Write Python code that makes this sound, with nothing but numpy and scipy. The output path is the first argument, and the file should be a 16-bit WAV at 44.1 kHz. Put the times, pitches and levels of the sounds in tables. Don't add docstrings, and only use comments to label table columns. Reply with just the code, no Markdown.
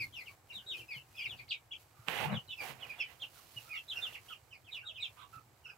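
import sys
import numpy as np
from scipy import signal
from scipy.fft import rfft, irfft, next_fast_len
from scipy.io import wavfile
from scipy.ndimage import uniform_filter1d, map_coordinates

SR = 44100
rng = np.random.default_rng(int(sys.argv[2]) if len(sys.argv) > 2 else 0)


def undo_db(level):
    steps = np.asarray(level, float) / 20
    return 10 ** steps


def transcribe(signal):
    frames = np.atleast_2d(signal).T
    limited = np.clip(frames, -1, 1)
    pcm = np.round(limited * 32767).astype(np.int16)
    wavfile.write(sys.argv[1], SR, pcm)


N = 254699


def unit(x):
    return x / np.sqrt(np.mean(x ** 2) + 1e-20)


def along(points, hz):
    f, v = np.transpose(points)
    return np.interp(np.log(hz + 1), np.log(f + 1), v)


def curves(rows):
    s, *cols = np.transpose(rows)
    return [np.interp(np.arange(N) / SR, s, c) for c in cols]


def wobble(rate, size=N):
    knots = rng.standard_normal(int(size * rate / SR) + 4)
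    return map_coordinates(knots, [np.arange(size) * rate / SR])


def filtered(x, response):
    m = next_fast_len(N + 8192)
    return irfft(rfft(x, m) * response(np.fft.rfftfreq(m, 1 / SR)), m)[..., :N]


def panned(db):
    return np.sqrt(2 / (1 + undo_db(np.multiply.outer([-2, 2], db))))


def bursts(rows, rise_s, fall_s):
    t = np.arange(N) / SR
    total = 0
    for s, hold, db in rows:
        rise = 60 * np.maximum(s - t, 0) / rise_s
        fall = 60 * np.maximum(t - s - hold, 0) / fall_s
        total = total + undo_db(db - rise - fall)
    return total


# frequency in Hz, likeness from 0 to 1.
ALIKE = [(60, 0.87), (240, 0.89), (950, 0.41), (3770, 0.25), (15000, 0.35)]


def rush(spectrum, grain_db, grain_rate):
    pair = rng.standard_normal((2, N)) * undo_db(grain_db * wobble(grain_rate))

    def mid_side(hz):
        turn = np.arccos(np.clip(along(ALIKE, hz), 0, 1)) / 2
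        return undo_db(along(spectrum, hz)) * [np.cos(turn), np.sin(turn)]

    mid, side = filtered(pair, mid_side)
    return unit(np.array([mid + side, mid - side]))


# frequency in Hz, level in dB per Hz.
AIR = [(150, -36), (250, -12), (1410, -9), (2000, -20), (3140, -24), (4360, -7), (8200, 12), (8800, -24)]


def still_air():
    return undo_db(-80 + 1.1 * wobble(2.5)) * rush(AIR, grain_db=1, grain_rate=14)


# frequency in Hz, level in dB per Hz.
RUMBLE = [(15, -69), (30, -21), (45, -4), (103, 3), (129, 1), (200, -16.5), (390, -12.5), (660, -120)]
# start in seconds, hold in seconds, level in dB.
TRAMPLES = [
    (0.0, 0.025, -62),
    (1.3, 0.057, -71.5),
    (2.25, 0.072, -72),
    (2.62, 0.21, -76),
]
# time in seconds, peak in dB, pitch in Hz.
STEPS = [(0.566, -46, 198), (0.828, -53.5, 319), (5.374, -54, 270), (0.657, -45, 114), (0.793, -40.5, 112),
         (0.962, -37.5, 135), (1.992, -38, 116), (2.082, -35, 166), (2.325, -24, 209.5), (2.562, -78, 111),
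         (2.997, -65, 99), (3.352, -63, 94.2), (3.46, -49.5, 118), (3.561, -37, 118), (3.976, -44, 112),
         (5.019, -65, 104), (5.218, -75, 97), (5.365, -36.5, 118), (5.542, -60, 98)]


def boards():
    thuds = np.zeros(N + SR)
    t = np.arange(SR // 8) / SR
    for s, db, hz in STEPS:
        envelope = undo_db(db - 9.5 - 60 * t / 0.14) * (1 - np.exp(-t / 0.0018))
        thuds[round(s * SR):][:len(t)] += envelope * np.sin(2 * np.pi * hz * t)
    tread = undo_db(-73.5) + bursts(TRAMPLES, rise_s=0.17, fall_s=0.63)
    rumble = undo_db(6.0) * tread * rush(RUMBLE, grain_db=1.5, grain_rate=28)
    return thuds[:N] * panned(0.97)[:, None] + rumble


# frequency in Hz, level in dB per Hz.
RUSTLE = [(140, -42), (230, -11), (316, -13), (487, -2.5), (582, -5), (778, 0), (997, -4), (1130, -4.5),
          (1900, -10.5), (2470, -9.5), (4180, -120)]
# frequency in Hz, level in dB per Hz.
HISS = [(1760, -12), (3000, -7.5), (3350, -11), (4300, -9), (4940, -11), (9150, -15), (11900, -11.5),
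        (15700, -14.5)]
# time in seconds, left-right difference in dB.
SIDE_OF_LITTER = [(0.0, -2), (1.8, -1.5), (1.98, -6.5), (2.77, -8.5), (2.91, -6.5), (5.78, -4.5)]
# time in seconds, level in dB.
BUSY = [(0.0, -70.5), (0.42, -76), (0.7, -70), (1.06, -73), (1.2, -64.5), (1.75, -78), (2.06, -68),
        (2.5, -70.5), (3.2, -71), (3.62, -60), (3.86, -68), (4.3, -71), (4.63, -75.5), (5.78, -74)]
# start in seconds,
# hold in seconds, hiss in dB, rustle in dB over the hiss.
KICKS = [(0.031, 0.015, -61.5, -42), (0.178, 0.15, -70.5, -11), (0.548, 0.015, -70, -0.5),
         (0.781, 0.02, -63, -19), (0.963, 0.016, -70, -7), (1.325, 0.012, -87, 23.5),
         (1.803, 0.017, -70, -26), (2.328, 0.014, -76, 35), (2.632, 0.063, -59.5, -23),
         (2.828, 0.048, -74.5, 15), (2.897, .01, -70, 0), (2.993, 0.011, -73, 11.5),
         (3.109, 0.014, -70, 0.5), (3.234, 0.013, -71.5, 6.5), (3.365, 0.022, -65.5, -34),
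         (3.96, 0.19, -65.5, 0), (4.261, 0.068, -69.5, -7), (4.749, 0.028, -71.5, -4),
         (5.024, 0.2, -77, -7), (5.345, 0.018, -69.5, -17), (5.78, .01, -99, 2)]
KICK_RISE_S, KICK_FALL_S = 0.23, 0.15
# start in seconds, hold in seconds, scrape in dB, hiss in dB.
DRAGS = [
    (2.086, 0.16, -46, -55),
    (2.17, 0.076, -59, -71),
    (2.614, 0.096, -54.5, -62.5),
    (2.796, 0.33, -64.5, -101),
    (3.977, 0.14, -64.5, -100),
]
DRAG_RISE_S, DRAG_FALL_S = 0.045, 0.19


def litter():
    busy_db, = curves(BUSY)
    drags = bursts([(s, hold, hiss_db) for s, hold, _, hiss_db in DRAGS], DRAG_RISE_S, DRAG_FALL_S)
    dull_kicks = [(s, hold, db + over_db) for s, hold, db, over_db in KICKS]
    fine_kicks = [row[:3] for row in KICKS]
    stir = undo_db(-69.5 + 0.19 * (busy_db - busy_db.mean()))
    stir = stir + bursts(dull_kicks, KICK_RISE_S, KICK_FALL_S)
    dust = undo_db(busy_db) + bursts(fine_kicks, KICK_RISE_S, KICK_FALL_S)
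    rustle = (stir + undo_db(11.5) * drags) * rush(RUSTLE, grain_db=1.5, grain_rate=220)
    hiss = (dust + drags) * undo_db(3.0) * rush(HISS, grain_db=1.5, grain_rate=500)
    return panned(curves(SIDE_OF_LITTER)[0]) * (rustle + hiss)


# time in seconds, peak in dB.
TICKS = [(2.083, -46), (2.227, -46), (2.247, -54), (1.8, -53), (2.989, -54), (0.88, -56), (.795, -52),
         (2.2, -60), (5.034, -60), (2.4, -52)]


def cracks():
    out = np.zeros((2, N + SR))
    t = np.arange(SR // 100) / SR
    for s, db in TICKS:
        puff = rng.standard_normal(len(t)) * undo_db(db - 4 - 60 * t / 0.0032)
        out[:, round(s * SR):][:, :len(t)] += panned(0)[:, None] * puff
    return out[:, :N]


# frequency in Hz, width in Hz, level in dB.
GROAN = [(135, 46, -2), (216, 15, -2.5)]
# start in seconds, hold in seconds, groan in dB.
LOADS = [
    (2.12, .12, -62),
    (2.27, 0.026, -45.5),
    (2.35, 0.022, -35),
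    (2.7, 0.064, -61),
]


def groaning_board():
    def ring(f):
        total = 0
        for k, (centre, width, db) in enumerate(GROAN):
            total = total + (-1) ** k * undo_db(db) * 1j * f * width / (centre ** 2 - f ** 2 + 1j * f * width)
        return total

    shared, own = filtered(rng.standard_normal((2, N)), lambda f: ring(f) ** 2)
    groan = unit(np.array([shared + 1.35 * own, shared - 0.12 * own]))
    return bursts(LOADS, rise_s=0.31, fall_s=0.06) * panned(3.6)[:, None] * groan


# frequency in Hz, level in dB per Hz.
SCRAPE = [(530, -14), (900, -60), (1440, -10.5), (1890, -5.5), (2020, -1.5), (2270, -7), (2750, -1.5),
          (4670, -23), (9000, -77), (11700, -69), (19800, -120)]
# start in seconds, hold in seconds, level in dB.
RUBS = [
    (2.205, 0.054, -38.5),
    (2.61, 0.05, -52.5),
]
# start in seconds, hold in seconds, level in dB.
SLIP = [
    (2.295, 0.093, -54),
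]
# frequency in Hz, level in dB per Hz.
SLIP_COLOUR = [(350, -28), (550, -7), (1350, -1), (1750, -27), (2200, -9), (2900, 9), (3600, -25),
               (5000, -120)]


def scuffing_sole():
    rub_colour = [(600, -20), (720, -1), (790, -2.0), (870, -0.5), (1050, -40.5)]  # (Hz, dB per Hz)
    rub = bursts(RUBS, rise_s=0.085, fall_s=0.032) * panned(-25)[:, None]
    rub = rub * rush(rub_colour, grain_db=1.5, grain_rate=60)
    scrape = bursts([row[:3] for row in DRAGS], DRAG_RISE_S, DRAG_FALL_S) * undo_db(5.5)
    scrape = scrape * panned(-20)[:, None] * rush(SCRAPE, grain_db=-0.5, grain_rate=160)
    slip = bursts(SLIP, rise_s=0.079, fall_s=0.055) * panned(6)[:, None]
    slip = slip * rush(SLIP_COLOUR, grain_db=2.0, grain_rate=220)
    return rub + scrape + slip


# frequency in Hz, level in dB, time to lose 60 dB in seconds.
TWIG = [(2740, 5, 0.0029), (7650, -15.5, 0.0036), (1300, 1, 0.0026)]
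# time in seconds, peak in dB.
SNAP = [
    (2.0845, -15),
]


def twig():
    out = np.zeros((2, N))
    t = np.arange(SR // 10) / SR
    for s, db in SNAP:
        snap = 0
        for hz, level, t60 in TWIG:
            snap = snap + undo_db(db + 7.0 + level - 60 * t / t60) * np.sin(2 * np.pi * hz * t)
        snap = snap * (1 - np.exp(-t / 0.00056))
        out[:, round(s * SR):][:, :len(t)] += panned(-19)[:, None] * snap
    return out


def coop(echo_db, hold=0.03, t60=0.17):
    t = np.arange(SR // 6) / SR
    noise = rng.standard_normal((2, 3, len(t))) * undo_db(2.6 * wobble(482.5, size=len(t)))
    first, later = 0.71 * noise[:, :1] + noise[:, 1:]
    first = first * undo_db(-60 * t / 0.06)
    later = later * undo_db(-60 * (t / 0.24 + np.maximum(t - hold, 0) / t60))

    def energy(tail):
        return tail / np.linalg.norm(tail, axis=1, keepdims=True)

    answer = energy(first) + undo_db(echo_db) * energy(later)
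    answer[:, 0] += 0.75
    colour = rfft(answer, 2 * len(t))
    even = colour / np.sqrt(uniform_filter1d(abs(colour) ** 2, size=60, axis=1))
    return irfft(even)[:, :len(t)]


# frequency in Hz, level in dB.
OCTAVE = [(2400, -14.5), (4300, -19), (5300, -24), (6200, -30), (8000, -23.5), (9500, -45)]
# time in seconds, left-right difference in dB.
FACING = [(0.0, 0.5), (.3, 3.5), (.55, 0), (.8, 2), (1.2, 0.5), (1.5, 3.5), (1.75, 6), (2.35, -1),
          (2.6, -4), (2.9, -4.5), (3.2, -5), (3.6, -5), (3.9, -3.5), (4.3, -4), (4.7, -3), (5.0, -3.5),
          (5.3, -6.5), (5.78, -3.5)]
NEAR_DB, WETTER = -49.5, 0.31
EASE = 0.45
PULSE_HZ = 42


def peeps(rows, crest, hook, bend, loudest, onset_db, tail_db, echo_db, pan_db=0, hoarse=1, reed_db=0,
          broken_db=0):
    out = np.zeros((2, N + SR))
    crest, loudest = np.clip([crest, loudest], 0.01, 0.99)
    for s, length, top_hz, end_hz, db in rows:
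        t = np.arange(s - 0.004, s + length + 0.0072, 1 / SR)
        u = np.clip((t - s) / length, 0, 1)

        def chance(rate):
            return wobble(rate, size=SR // 4)[:len(t)]

        fall = np.clip((u - crest) / (1 - crest), 0, 1) ** bend
        eased = EASE * (0.5 - 0.5 * np.cos(np.pi * fall)) + (1 - EASE) * fall
        climb = 1 - hook * np.clip(1 - u / crest, 0, 1) ** 2
        hz = top_hz * climb - (top_hz - end_hz) * eased
        waver_hz = 75 * hoarse * chance(220)
        phase = 2 * np.pi * np.cumsum(hz + waver_hz) / SR

        level_db = db + np.interp(u, [0, loudest, 1], [onset_db, 0, tail_db])
        throb_db = broken_db * np.cos(2 * np.pi * PULSE_HZ * (t - s - 0.009))
        flutter = undo_db(2 * chance(200) + throb_db) + 0.15 * chance(900)
        edges = np.clip(np.minimum((t - t[0]) / 0.0016, (t[-1] - t) / 0.018), 0, 1)
        octave = undo_db(along(OCTAVE, 2 * hz) + reed_db) * np.sin(2 * phase)
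        voice = edges * flutter * undo_db(level_db + 10.5) * (np.sin(phase) + octave)

        side = panned(pan_db + np.interp(s, *np.transpose(FACING)))
        path = coop(echo_db + WETTER * (NEAR_DB - db))
        heard = signal.fftconvolve(voice[None], path, axes=1)
        expected = np.linalg.norm(voice) * np.linalg.norm(path, axis=1)
        heard = heard * (side * expected / np.linalg.norm(heard, axis=1))[:, None]
        start = round(t[0] * SR) + SR // 10
        out[:, start:start + heard.shape[1]] += heard
    return out[:, SR // 10:][:, :N]


# start and length in seconds, top and end pitch in Hz, level in dB; so in all the calls below.
CLUCKS = [(3.65, 0.069, 1317, 1392, -70.5), (3.726, 0.05, 1297, 1270, -63.5),
          (4.3, 0.036, 1396, 1224, -59.5), (4.825, 0.044, 1590, 1254, -65.5), (4.88, 0.035, 638, 590, -70),
          (5.33, 0.0554, 1342, 1253, -57.5)]
# start and length in seconds, top and end in Hz, level in dB.
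MURMURS = [(0.3, 0.037, 1096, 1050, -73.5), (.6, .15, 1570, 1520, -78.5), (.665, .17, 460, 390, -72.5),
           (5.18, .05, 1523, 1480, -71.5), (1.95, 0.12, 1333, 1266, -76), (3.36, 0.049, 1436, 1220, -71),
           (3.93, 0.15, 1550, 1347, -67), (5.17, 0.086, 1173, 1136, -63), (5.66, 0.071, 1436, 1516, -68.5)]
# start and length in seconds, top and end in Hz, level in dB.
RASPS_FAR = [
    (1.37, 0.042, 4560, 2960, -66.5),
    (5.185, 0.06, 3650, 3084, -66),
    (5.17, .07, 2750, 2650, -70),
]


def distant_birds():
    clucks = peeps(CLUCKS, crest=0.073, hook=0.0092, bend=0.89, loudest=0.99, onset_db=-3.5, tail_db=-4.5,
                   echo_db=-5.5, pan_db=-4.5, hoarse=0.51, broken_db=4.5)
    murmurs = peeps(MURMURS, crest=0.114, hook=0.015, bend=0.97, loudest=0.9, onset_db=-1.5, tail_db=-3.5,
                    echo_db=-10.0, pan_db=-6.5, hoarse=1.35, broken_db=-1.0, reed_db=-6)
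    rasps = peeps(RASPS_FAR, crest=0.28, hook=0.07, bend=0.78, loudest=0.49, onset_db=-2.5, tail_db=-10.0,
                  echo_db=9.0, pan_db=-6, hoarse=7.5, reed_db=-15)
    return clucks + murmurs + rasps


# start and length in seconds, top and end in Hz, level in dB.
ARCHED = [(0.495, 0.036, 2850, 2200, -52.5), (0.528, 0.08, 3880, 2850, -50.5),
          (0.664, 0.088, 3850, 2480, -45.5), (2.49, 0.057, 3010, 2590, -48),
          (3.882, 0.029, 3950, 3620, -51), (4.015, 0.065, 3710, 2635, -43.5),
          (4.715, 0.046, 3997, 2895, -53), (4.715, 0.042, 3790, 3300, -50.5),
          (4.852, 0.069, 3804, 2670, -50.5), (5.005, 0.058, 3944, 2930, -44)]
# start and length in seconds, top and end in Hz, level in dB.
SLIDING = [(0.135, 0.047, 3910, 3170, -63), (0.262, 0.03, 3110, 2350, -52), (0.775, 0.055, 3305, 2378, -54),
           (0.925, 0.021, 3570, 3550, -65), (0.945, 0.05, 3230, 2660, -54.5),
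           (1.17, 0.065, 3450, 2660, -51), (2.48, 0.068, 4000, 3180, -52.5),
           (2.812, 0.046, 3425, 2480, -51.5), (3.566, 0.025, 3050, 2554, -47.5),
           (3.695, 0.076, 2505, 2145, -49), (4.732, 0.057, 3160, 2404, -49.5),
           (4.945, .05, 3600, 2550, -56), (3.755, 0.045, 3730, 2970, -54), (4.78, 0.026, 2470, 2210, -57.5),
           (4.805, 0.022, 2900, 2700, -55.5), (4.945, 0.091, 3030, 2210, -53),
           (5.03, 0.05, 2876, 2465, -52)]
# start and length in seconds, top and end in Hz, level in dB.
SWELLING = [
    (1.22, 0.049, 3410, 2167, -43),
    (4.645, 0.06, 3460, 2220, -60),
]
# start and length in seconds, top and end in Hz, level in dB.
PIPS = [(1.392, 0.021, 2490, 2250, -54.5), (.742, .012, 2620, 2480, -48), (3.005, .025, 2520, 2400, -45),
        (2.895, 0.025, 2500, 2400, -50)]
# start and length in seconds, top and end in Hz, level in dB.
FLICKS = [
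    (1.518, 0.016, 3850, 2230, -41),
    (1.712, 0.021, 3580, 2400, -46.5),
]
# start and length in seconds, top and end in Hz, level in dB.
DIVE = [
    (1.477, 0.044, 4830, 2352, -34),
]
# start and length in seconds, top and end in Hz, level in dB.
REEDY = [(-0.02, 0.065, 2600, 2120, -44), (0.128, 0.1, 3250, 2150, -50), (0.27, 0.034, 2380, 2120, -59),
         (0.885, 0.075, 2638, 2100, -47), (1.145, 0.025, 2560, 2540, -56), (1.172, 0.06, 2740, 2185, -46),
         (2.575, 0.061, 2700, 2195, -47), (2.996, 0.031, 2860, 2376, -40.5),
         (3.955, 0.0406, 2910, 2420, -44), (4.51, 0.049, 3150, 2120, -56.5),
         (5.642, 0.041, 2880, 2557, -55), (5.685, 0.028, 3060, 2335, -53)]
# start and length in seconds, top and end in Hz, level in dB.
CRESTING = [(1.262, 0.085, 3880, 2650, -49), (3.203, 0.048, 3530, 2520, -43.5),
            (3.886, .052, 3900, 2600, -44), (2.342, .045, 3550, 2750, -44.5)]
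# start and length in seconds, top and end in Hz, level in dB.
HIDDEN = [(4.287, .05, 3200, 2620, -49.5), (4.128, .036, 3050, 2250, -50.5),
          (2.32, 0.037, 4050, 3300, -53.5), (3.2, 0.0357, 3700, 3700, -59.5)]
# start and length in seconds, top and end in Hz, level in dB.
SHALLOW = [
    (2.988, .06, 3393, 2945, -50.5),
    (3.74, 0.0526, 2830, 2687, -48),
]


def chicks():
    arched = peeps(ARCHED, crest=0.1686, hook=0.0384, bend=1.1, loudest=0.28, onset_db=-13.5, tail_db=-8.5,
                   echo_db=-2.5, pan_db=0.3)
    sliding = peeps(SLIDING, crest=0.033, hook=0.0081, bend=0.75, loudest=0.47, onset_db=-12.5, tail_db=-9.5,
                    echo_db=-3.5, pan_db=-0.5)
    swelling = peeps(SWELLING, crest=0.12, hook=0.062, bend=0.9, loudest=0.78, onset_db=-16, tail_db=-2.0,
                     echo_db=-4, pan_db=1.0)
    pips = peeps(PIPS, crest=0.017, hook=0.013, bend=0.52, loudest=0.41, onset_db=-1.0, tail_db=4.0,
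                 echo_db=-3.0, pan_db=0.0)
    flicks = peeps(FLICKS, crest=0.357, hook=0.219, bend=0.86, loudest=0.62, onset_db=-10.5, tail_db=-2.0,
                   echo_db=11.0, pan_db=-3.5, hoarse=1.45)
    dive = peeps(DIVE, crest=0.42, hook=0.55, bend=0.79, loudest=0.93, onset_db=-34.5, tail_db=-6.0,
                 echo_db=14.0, pan_db=-3.5, hoarse=0.66)
    reedy = peeps(REEDY, crest=0.096, hook=0.017, bend=0.73, loudest=0.44, onset_db=-14.5, tail_db=-9.0,
                  echo_db=-3.0, pan_db=-0.2, reed_db=8.0)
    cresting = peeps(CRESTING, crest=0.21, hook=0.093, bend=0.9, loudest=0.59, onset_db=-21, tail_db=-12,
                     echo_db=-3.5, pan_db=2.0)
    hidden = peeps(HIDDEN, crest=0.248, hook=0.097, bend=0.882, loudest=1.0, onset_db=-10, tail_db=-11,
                   echo_db=3, pan_db=0.0, hoarse=2.9)
    shallow = peeps(SHALLOW, crest=0.05, hook=0.0089, bend=1.11, loudest=0.58, onset_db=-11.5, tail_db=-3.5,
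                 echo_db=-3, pan_db=3.5)
    return arched + sliding + swelling + pips + flicks + dive + reedy + cresting + hidden + shallow


def scene():
    floor = still_air() + boards() + litter() + cracks()
    shoe = groaning_board() + scuffing_sole() + twig()
    return floor + shoe + distant_birds() + chicks()


def low_pass(x):
    return signal.sosfilt(signal.butter(12, 16680, fs=SR, output="sos"), x)


def record(dry):
    mix = filtered(dry, lambda hz: (hz < 15790) * hz ** 2 / (hz ** 2 + 43.6 ** 2))
    return low_pass(mix)


dry = scene()
out = record(dry)
transcribe(out)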